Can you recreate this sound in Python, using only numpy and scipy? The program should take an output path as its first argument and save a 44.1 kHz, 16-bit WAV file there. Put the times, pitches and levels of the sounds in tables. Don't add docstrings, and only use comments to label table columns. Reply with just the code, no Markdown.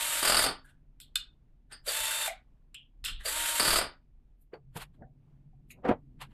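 import sys
import numpy as np
from scipy import signal
from scipy.fft import rfft, irfft
from scipy.io import wavfile
from scipy.ndimage import uniform_filter1d

SR = 44100
rng = np.random.default_rng(int(sys.argv[2]) if len(sys.argv) > 2 else 0)


def int16_out(signal):
    q = np.round(np.clip(np.atleast_2d(signal).T, -1, 1) * 32767)
    wavfile.write(sys.argv[1], SR, q.astype(np.int16))


N = 279140
T = np.arange(N) / SR

# [f/Hz, density/dB per Hz]
AIR_COLOUR = [(180, -12.5), (300, -1), (480, -8), (750, -7.5), (1200, -10.5), (2500, -12.5), (5000, -23),
              (14000, -29.5)]
RUMBLE_COLOUR = [(15, -10.5), (32, 5), (50, -6.5), (75, -13), (130, -27), (300, -69)]
HUM_COLOUR = [(60, -12.5), (100, -5.5), (140, 3.5), (195, -9.5), (250, -5.5), (350, -18), (550, -34.5),
              (1200, -54.5)]
# [t/s, level/dB]
HUM_LEVEL = [(0, -64), (1.2, -70), (4.1, -71), (4.49, -75.5), (4.57, -70), (5.05, -64), (5.55, -66),
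             (5.75, -60), (6.33, -58)]
# [t/s, rumble level/dB, half length to 1/e/s]
PANEL_SWAYS = [(0.362, -47.5, .11), (2.028, -45, 0.0245), (3.117, -42.5, 0.11), (3.42, -51.5, 0.083),
               (3.741, -35, .045), (5.9, -42, .02)]
RUMBLE_DB, RUMBLE_WANDER_DB, AIR_DB, AIR_WANDER_DB = -57.5, 2.5, -78.5, 1.1
DRONE_FROM_S, DRONE_HZ, DRONE_WIDTH_HZ, DRONE_DB = 4.56, 138, 34, -61.5

# [f/Hz, t60/s]
ROOM_DECAY = [(100, .2), (1400, .26), (4500, .24), (8000, .16), (15000, .12)]

# [t/s, level/dB, rise/s, t60/s, tilt/dB per octave]
RUBS = [(4.42, -64, 0.013, 0.12, 16), (4.772, -40, 0.0089, 0.061, 4.5), (4.823, -42, 0.021, 0.087, 1),
        (4.945, -69.5, 0.0072, .12, 0), (5.712, -51, 0.0083, .1, 8.5), (6.218, -40, 0.0073, 0.11, -1),
        (6.315, -66, .015, 0.15, -0.5)]
# [f/Hz, density/dB per Hz]
RUB_COLOUR = [(240, -39), (450, -9), (650, -8.5), (880, 2), (2100, -1.5), (2900, -0.5), (4450, -6.5),
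              (6000, -20), (7500, -12), (11400, -12.5), (14300, -19.5)]
# [t/s, level/dB, rise/s, t60/s, tilt/dB per octave]
KNOCKS = [(4.538, -44, .005, 0.11, 3), (4.765, -40.5, 0.0056, 0.15, 4), (5.02, -48.5, 0.017, 0.17, -7.5),
          (5.79, -60, .03, .2, -3), (5.853, -26.5, 0.0056, 0.18, 0), (5.891, -22, 0.0071, 0.072, 1),
          (5.915, -23, 0.017, 0.095, -1)]
# [f/Hz, density/dB per Hz]
KNOCK_COLOUR = [(40, -17.5), (100, -7.5), (170, -4.5), (255, -3.5), (330, -4.5), (480, 1.5), (720, -2),
                (1200, -12), (2000, -19.5), (3300, -31.5), (5500, -47.5), (14000, -56)]
# [t/s, level/dB, f/Hz, width/Hz, t60/s]
THING_RINGS = [(.645, -60.5, 1570, 300, 0.36), (1.722, -46.5, 4730, 650, .22),
               (1.724, -46, 8670, 506, 0.11), (4.532, -39.5, 422, 162, 0.13),
               (4.538, -59.5, 4540, 220, 0.094), (4.757, -35.5, 157, 69.6, 0.14),
               (5.02, -49.5, 676, 260, 0.17), (5.022, -59.5, 1666, 450.3, 0.12), (5.53, -70, 733, 60, .2),
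               (5.703, -50.5, 2440, 884, 0.16), (5.704, -59.5, 3900, 450, .12),
               (5.705, -55, 6800, 704, 0.1), (5.889, -24.5, 259, 88, 0.15)]

# [t/s, level/dB, rise/s, t60/s, tilt/dB per octave]
BIT_SCRAPES = [(.655, -62.5, 0.0083, 0.13, 5), (.70, -63, 0.028, 0.12, 1),
               (1.722, -46.5, 0.007, 0.14, -1.5), (3.21, -53.5, 0.0097, 0.13, -0.5)]
# [f/Hz, density/dB per Hz]
BIT_COLOUR = [(300, -8), (1100, -5), (1550, 5), (2300, -4), (3600, -1.5), (5000, -12), (6000, -14),
              (7200, -9), (9000, -6), (13000, -14), (14400, -20)]

# [t/s, level/dB, t60/s, tilt/dB per octave]
CASE_CLICKS = [(1.002, -42.5, 0.024, 4.5), (1.01, -51, 0.14, 8.5), (1.157, -19, 0.015, 1.5),
               (1.163, -38, 0.064, 3), (2.745, -42, 0.029, 0), (3.042, -34.5, 0.029, -1),
               (3.049, -29, 0.038, 4.5), (3.057, -32.5, 0.15, 0), (3.081, -36.5, 0.13, -2.5)]
# [f/Hz, density/dB per Hz]
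CASE_COLOUR = [(100, -59), (400, -20.5), (800, -25), (1300, -4.5), (2100, -6.5), (3200, 0.5), (4300, -5),
               (5200, -5.5), (6200, -17), (7700, -2), (10000, -9.5), (14400, -15.5)]
# [f/Hz, width/Hz, level over the broad sound/dB]
CASE_MODES = [(1500, 115, 2.5), (2770, 240, 6), (3580, 89, 8.5), (4180, 104.6, 7.5), (7290, 220, -4.5)]
# [t/s, level/dB, f/Hz, width/Hz, t60/s]
CASE_RINGS = [(1.012, -54, 3670, 1630, 0.19), (1.157, -44, 4150, 420, 0.14), (1.156, -36, 2800, 800, 0.06),
              (1.156, -41, 1450, 500, 0.05), (2.748, -44, 3000, 845, 0.2), (3.052, -41, 3340, 1400, 0.5),
              (3.2, -52, 1810, 450, 0.23)]
# [f/Hz, relative level/dB, t60 before hand damping/s]
SNAP_MODES = [(1620, -17, 0.21), (2562, 0, 0.055), (2891, -3, 0.087), (3515, -9, 0.11), (4048, -5, 0.11),
              (5265, -10, 0.082), (7241, -5, 0.057), (7725, -14, 0.11), (9308, -12, 0.11),
              (9701, -16, 0.18)]
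SNAP_RING_DB, SNAP_LONGEST_S = -15, .08

# [delay after pull/s, level/dB, f/Hz, width/Hz, t60/s]
START_JOLT = [(.024, -41, 545, 260, .28), (.027, -34.5, 4620, 560, .26)]
# [delay after release/s, level/dB, f/Hz, width/Hz, t60/s]
BRAKE_JOLT = [(.008, -31.5, 711, 180, .18), (.008, -38.5, 2160, 600, .22)]

# [first slip t/s, trigger release t/s, slip period/s]
RATCHETS = [(.2277, 0.439, .0235), (3.598, 3.782, .0268)]
# [t/s, level/dB]
SLIP_FORCE = [(.228, -27.5), (.255, -23), (.32, -23), (.385, -20.5), (.416, -31), (.44, -23),
              (3.598, -21.5), (3.625, -27.5), (3.66, -23), (3.79, -24.5)]
# [f/Hz, density/dB per Hz]
CLUTCH_COLOUR = [(25, -4), (70, -7), (150, -7.5), (400, -1), (800, -1), (1400, 1), (2200, -3.5), (4000, -6),
                 (5100, -4), (5900, -23.5), (7500, -17.5), (9000, -9.5), (12000, -18), (14400, -21)]
# [f/Hz, width/Hz, level over the broad sound/dB]
CHUCK_MODES = [(620, 85, 1), (1215.6, 56.7, 2), (1470, 75, 2.5), (2980, 87, 3.5), (3570, 120, 1),
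               (4570, 140, 10.5), (4830, 190, 8), (8775, 570, 12.5), (11200, 200, 8)]
UNEVEN_DB, RUN_DOWN_S, RUN_DOWN_DB = 0.5, .095, 23
SLIP_RISE_S, SLIP_T60_S = 0.0008, .095
BRIGHT_DB, TILT_DB_PER_OCTAVE_PER_DB = -22.5, 0.17

# [pull t/s, release t/s, free shaft f/Hz, gear rattle level/dB, whine level/dB,
#                side-load tone level/dB, gear rattle growth/dB per s]
RUNS = [(-.14, .44, 309, -34.5, -51, -51.5, 6.5), (1.849, 2.27, 300, -33, -43, -67, -5.5),
        (3.228, 3.777, 309.5, -35.5, -53, -48, 9.5)]
# [multiple of shaft rate, level/dB]
WHINE_ORDERS = [(3, -6.5), (9, -4), (12, -0.5), (15, -8.5), (18, -18.5), (24, -10.5), (30, -7)]
# [multiple of shaft rate, level/dB]
PINION_ORDERS = [(1, -14), (2, -11.5), (3, 0), (7, -10), (10, 0), (25, -10.5), (28, -6)]
# [f/Hz, density/dB per Hz]
GEARBOX_COLOUR = [(150, -30.5), (300, -20.5), (410, -22), (600, -1), (790, -12.5), (1100, -3.5), (1550, 0),
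                  (2400, -2.5), (3700, -1), (5000, -9.5), (6200, -10.5), (7500, -0.5), (11800, -3.5),
                  (14400, -12)]
# [f/Hz, width/Hz, level over the broad sound/dB]
HOUSING_MODES = [(3750, 62, -3), (4530, 150, -0.5), (7614, 450, -8.5)]
SPIN_UP_S, BRAKE_S, CLUTCH_DRAG, DRAG_S = .026, .1, .11, .022
BITE_S, FADE_DELAY_S, SWELL_DB_PER_S, FADE_DB_PER_S = 0.031, .008, 999.5, 900

TOP_HZ = 14400


def undb(db):
    return np.exp(np.asarray(db) * (np.log(10) / 20))


def unit(x):
    return x / np.sqrt(np.mean(x ** 2))


def decay(t_s, t60_s):
    return np.exp(-np.log(1000) * t_s / t60_s)


def walk(rate_hz):
    k = int(SR / rate_hz)
    steps = np.repeat(rng.standard_normal(N // k + 1), k)
    return unit(uniform_filter1d(steps, k)[:N])


def response(colour, modes=(), tilt_db=0, size=4096):
    f = np.maximum(np.arange(size // 2 + 1) * SR / size, 1)
    hz, db = np.transpose(colour)
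    tilt = tilt_db * np.log2(np.clip(f, hz[0], hz[-1]))
    gain = undb(np.interp(np.log(f), np.log(hz), db) + tilt)
    peaks = sum(undb(2 * d) / (1 + (2 * (f - c) / w) ** 2) for c, w, d in modes)
    cepstrum = irfft(np.log(gain * np.sqrt(1 + peaks)))
    cepstrum[1:size // 2] *= 2
    cepstrum[size // 2 + 1:] = 0
    h = irfft(np.exp(rfft(cepstrum)))
    return h / np.sqrt(np.sum(h ** 2))


def through(x, h):
    return signal.oaconvolve(x, h)[:len(x)]


def grit(count, spread_db):
    sizes = undb(spread_db * rng.standard_normal(count))
    return unit(rng.standard_normal(count) * sizes)


def add(out, t_s, x):
    i = int(t_s * SR)
    out[i:i + len(x)] += x[:N - i]


def contacts(rows, colour, modes=(), spread_db=4):
    out, lead_s = np.zeros(N), .12
    t = np.arange(SR // 2) / SR - lead_s
    for s, db, rise_s, t60_s, tilt_db in rows:
        force = np.exp(np.where(t < 0, t / rise_s, -np.log(1000) * t / t60_s))
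        shifted = [(hz * (1 + 0.005 * rng.standard_normal()), width, gain_db) for hz, width, gain_db in modes]
        impacts = force * grit(len(t), spread_db)
        add(out, s - lead_s, undb(db) * through(impacts, response(colour, shifted, tilt_db)))
    return out


def rings(rows):
    out, t = np.zeros(N), np.arange(SR // 2) / SR
    f = np.arange(len(t) // 2 + 1) * SR / len(t)
    onset = np.minimum(t / 0.0026, 1)
    for s, db, hz, width_hz, t60_s in rows:
        band = 1 / (1 + (2 * (f - hz) / width_hz) ** 4)
        cluster = unit(irfft(rfft(rng.standard_normal(len(t))) * band, len(t)))
        add(out, s, undb(db) * cluster * onset * decay(t, t60_s))
    return out


def tones(orders, angle):
    total = np.zeros(N)
    for k, db in orders:
        phase = 2 * np.pi * rng.random()
        total += undb(db + 2 * walk(35)) * np.sqrt(2) * np.sin(round(k) * angle + phase)
    return total


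def room(x):
    t = np.arange(SR // 2) / SR
    f = np.maximum(np.arange(len(t) // 2 + 1) * SR / len(t), 1)
    hz, t60s = np.transpose(ROOM_DECAY)
    noise = rfft(rng.standard_normal(len(t)))
    tail = np.zeros(len(t))
    for pick, t60_s in zip(np.eye(len(hz)), t60s):
        share = np.interp(np.log(f), np.log(hz), pick)
        tail += irfft(noise * share, len(t)) * decay(t, t60_s)
    tail = tail * np.clip(t / 0.0026 - 1, 0, 1)
    return through(x, tail / np.sqrt(np.sum(tail ** 2)))


def background():
    rumble, hum, air = (unit(through(rng.standard_normal(N), response(c, size=16384)))
                        for c in (RUMBLE_COLOUR, HUM_COLOUR, AIR_COLOUR))
    sway = sum(undb(db) * np.exp(-((T - s) / half_s) ** 2) for s, db, half_s in PANEL_SWAYS)
    rumble_gain = np.hypot(undb(RUMBLE_DB + RUMBLE_WANDER_DB * walk(3.7)), sway)
    hum_gain = np.hypot(undb(np.interp(T, *np.transpose(HUM_LEVEL))), undb(-21) * sway)
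    air_gain = undb(AIR_DB + AIR_WANDER_DB * walk(5.0))
    return rumble * rumble_gain + hum * hum_gain + air * air_gain


def drone():
    f = np.arange(N // 2 + 1) * SR / N
    band = 1 / (1 + (2 * (f - DRONE_HZ) / DRONE_WIDTH_HZ) ** 2)
    tone = unit(irfft(rfft(rng.standard_normal(N)) * band, N))
    return tone * undb(DRONE_DB) * np.clip((T - DRONE_FROM_S) / .03, 0, 1)


def handling_noises():
    rubs = contacts(RUBS, RUB_COLOUR, spread_db=4.5)
    knocks = contacts(KNOCKS, KNOCK_COLOUR, spread_db=2)
    return rubs + knocks + rings(THING_RINGS)


def bit_scrapes():
    return contacts(BIT_SCRAPES, BIT_COLOUR)


def case_clicks():
    snap_rows = [(s, db, .0006, t60_s, tilt) for s, db, t60_s, tilt in CASE_CLICKS]
    clicks = contacts(snap_rows, CASE_COLOUR, CASE_MODES, spread_db=1.5)
    t = np.arange(SR // 4) / SR
    strength = np.sqrt(sum(undb(2 * db) for _, db, _ in SNAP_MODES) / 2)
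    for s, db, *_ in CASE_CLICKS:
        ring = np.zeros(len(t))
        for hz, mode_db, t60_s in SNAP_MODES:
            wave = np.sin(2 * np.pi * (hz * t + rng.random()))
            ring += undb(mode_db) * wave * decay(t, min(t60_s, SNAP_LONGEST_S))
        add(clicks, s, undb(db + SNAP_RING_DB) * ring / strength)
    return clicks + rings(CASE_RINGS)


def jolts():
    starts = [(pull + delay, *ring) for pull, *_ in RUNS if pull > 0 for delay, *ring in START_JOLT]
    stops = [(release + delay, *ring) for _, release, *_ in RUNS for delay, *ring in BRAKE_JOLT]
    return rings(starts + stops)


def clutch():
    slips = []
    for first, release, period in RATCHETS:
        for k, s in enumerate(np.arange(first, release + RUN_DOWN_S, period)):
            spent = max(s - release, 0) / RUN_DOWN_S
            force_db = np.interp(s, *np.transpose(SLIP_FORCE))
            db = force_db - UNEVEN_DB * (k % 2) - RUN_DOWN_DB * spent ** 1.42
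            tilt_db = TILT_DB_PER_OCTAVE_PER_DB * (db - BRIGHT_DB)
            slips.append((s, db, SLIP_RISE_S, SLIP_T60_S, tilt_db))
    return contacts(slips, CLUTCH_COLOUR, CHUCK_MODES, spread_db=2.3)


def drive(pull, release):
    spin_up = 1 - np.exp(-np.maximum(T - pull, 0) / SPIN_UP_S)
    share = spin_up * np.clip(1 - (T - release) / BRAKE_S, 0, 1)
    for tight, *_ in RATCHETS:
        if pull < tight < release:
            share = share * (1 - CLUTCH_DRAG * (1 - np.exp(-np.maximum(T - tight, 0) / DRAG_S)))
    return share


def motor():
    shaft_hz, gear_gain, whine_gain, side_gain = np.zeros((4, N))
    for pull, release, free_hz, gear_db, whine_db, side_db, growth in RUNS:
        share = drive(pull, release)
        shaft_hz += free_hz * share
        swell_db = SWELL_DB_PER_S * np.minimum(T - pull - BITE_S, 0)
        fade_db = FADE_DB_PER_S * np.maximum(T - release - FADE_DELAY_S, 0)
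        growth_db = growth * (np.clip(T, pull, release) - pull)
        gear_gain += undb(gear_db + growth_db + swell_db - fade_db)
        near_full = share ** 14
        whine_gain += near_full * undb(whine_db)
        side_gain += near_full * undb(side_db)
    angle = 2 * np.pi * np.cumsum(shaft_hz * (1 + 0.00053 * walk(40))) / SR
    whine = tones(WHINE_ORDERS, angle) * whine_gain + tones(PINION_ORDERS, angle) * side_gain
    mesh = 1 + 0.19 * np.cos(3 * angle)
    teeth = unit(grit(N, 3.2) * mesh * undb(1.6 * walk(150)))
    gears = through(teeth, response(GEARBOX_COLOUR, HOUSING_MODES)) * gear_gain
    return gears, whine


def scene():
    gears, whine = motor()
    drill = gears + clutch()
    clicks = case_clicks() + bit_scrapes()
    handling = handling_noises()
    reflections = room(undb(-6.5) * drill + undb(-9.5) * clicks + undb(-44) * handling)
    direct = undb(1.5) * drill + jolts() + whine + clicks + handling
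    return (direct + reflections + background() + drone())[None]


def suppress(x, threshold_db, depth_db, size=1024):
    f, _, bins = signal.stft(x, SR, nperseg=size)
    power = uniform_filter1d(np.abs(bins) ** 2 * size, size=15, axis=-2)
    weight = np.clip(f[:, None] / 2000 - .25, 1e-3, 1)
    threshold = undb(2 * threshold_db) * weight
    gain = np.maximum(power / (power + threshold), undb(depth_db))
    return signal.istft(bins * gain, SR, nperseg=size)[1][..., :N]


def record(dry):
    clean = suppress(dry, threshold_db=-64.0, depth_db=-8.5)
    return signal.sosfilt(signal.ellip(8, .2, 70, TOP_HZ, fs=SR, output="sos"), clean)


dry = scene()
out = record(dry)
int16_out(out)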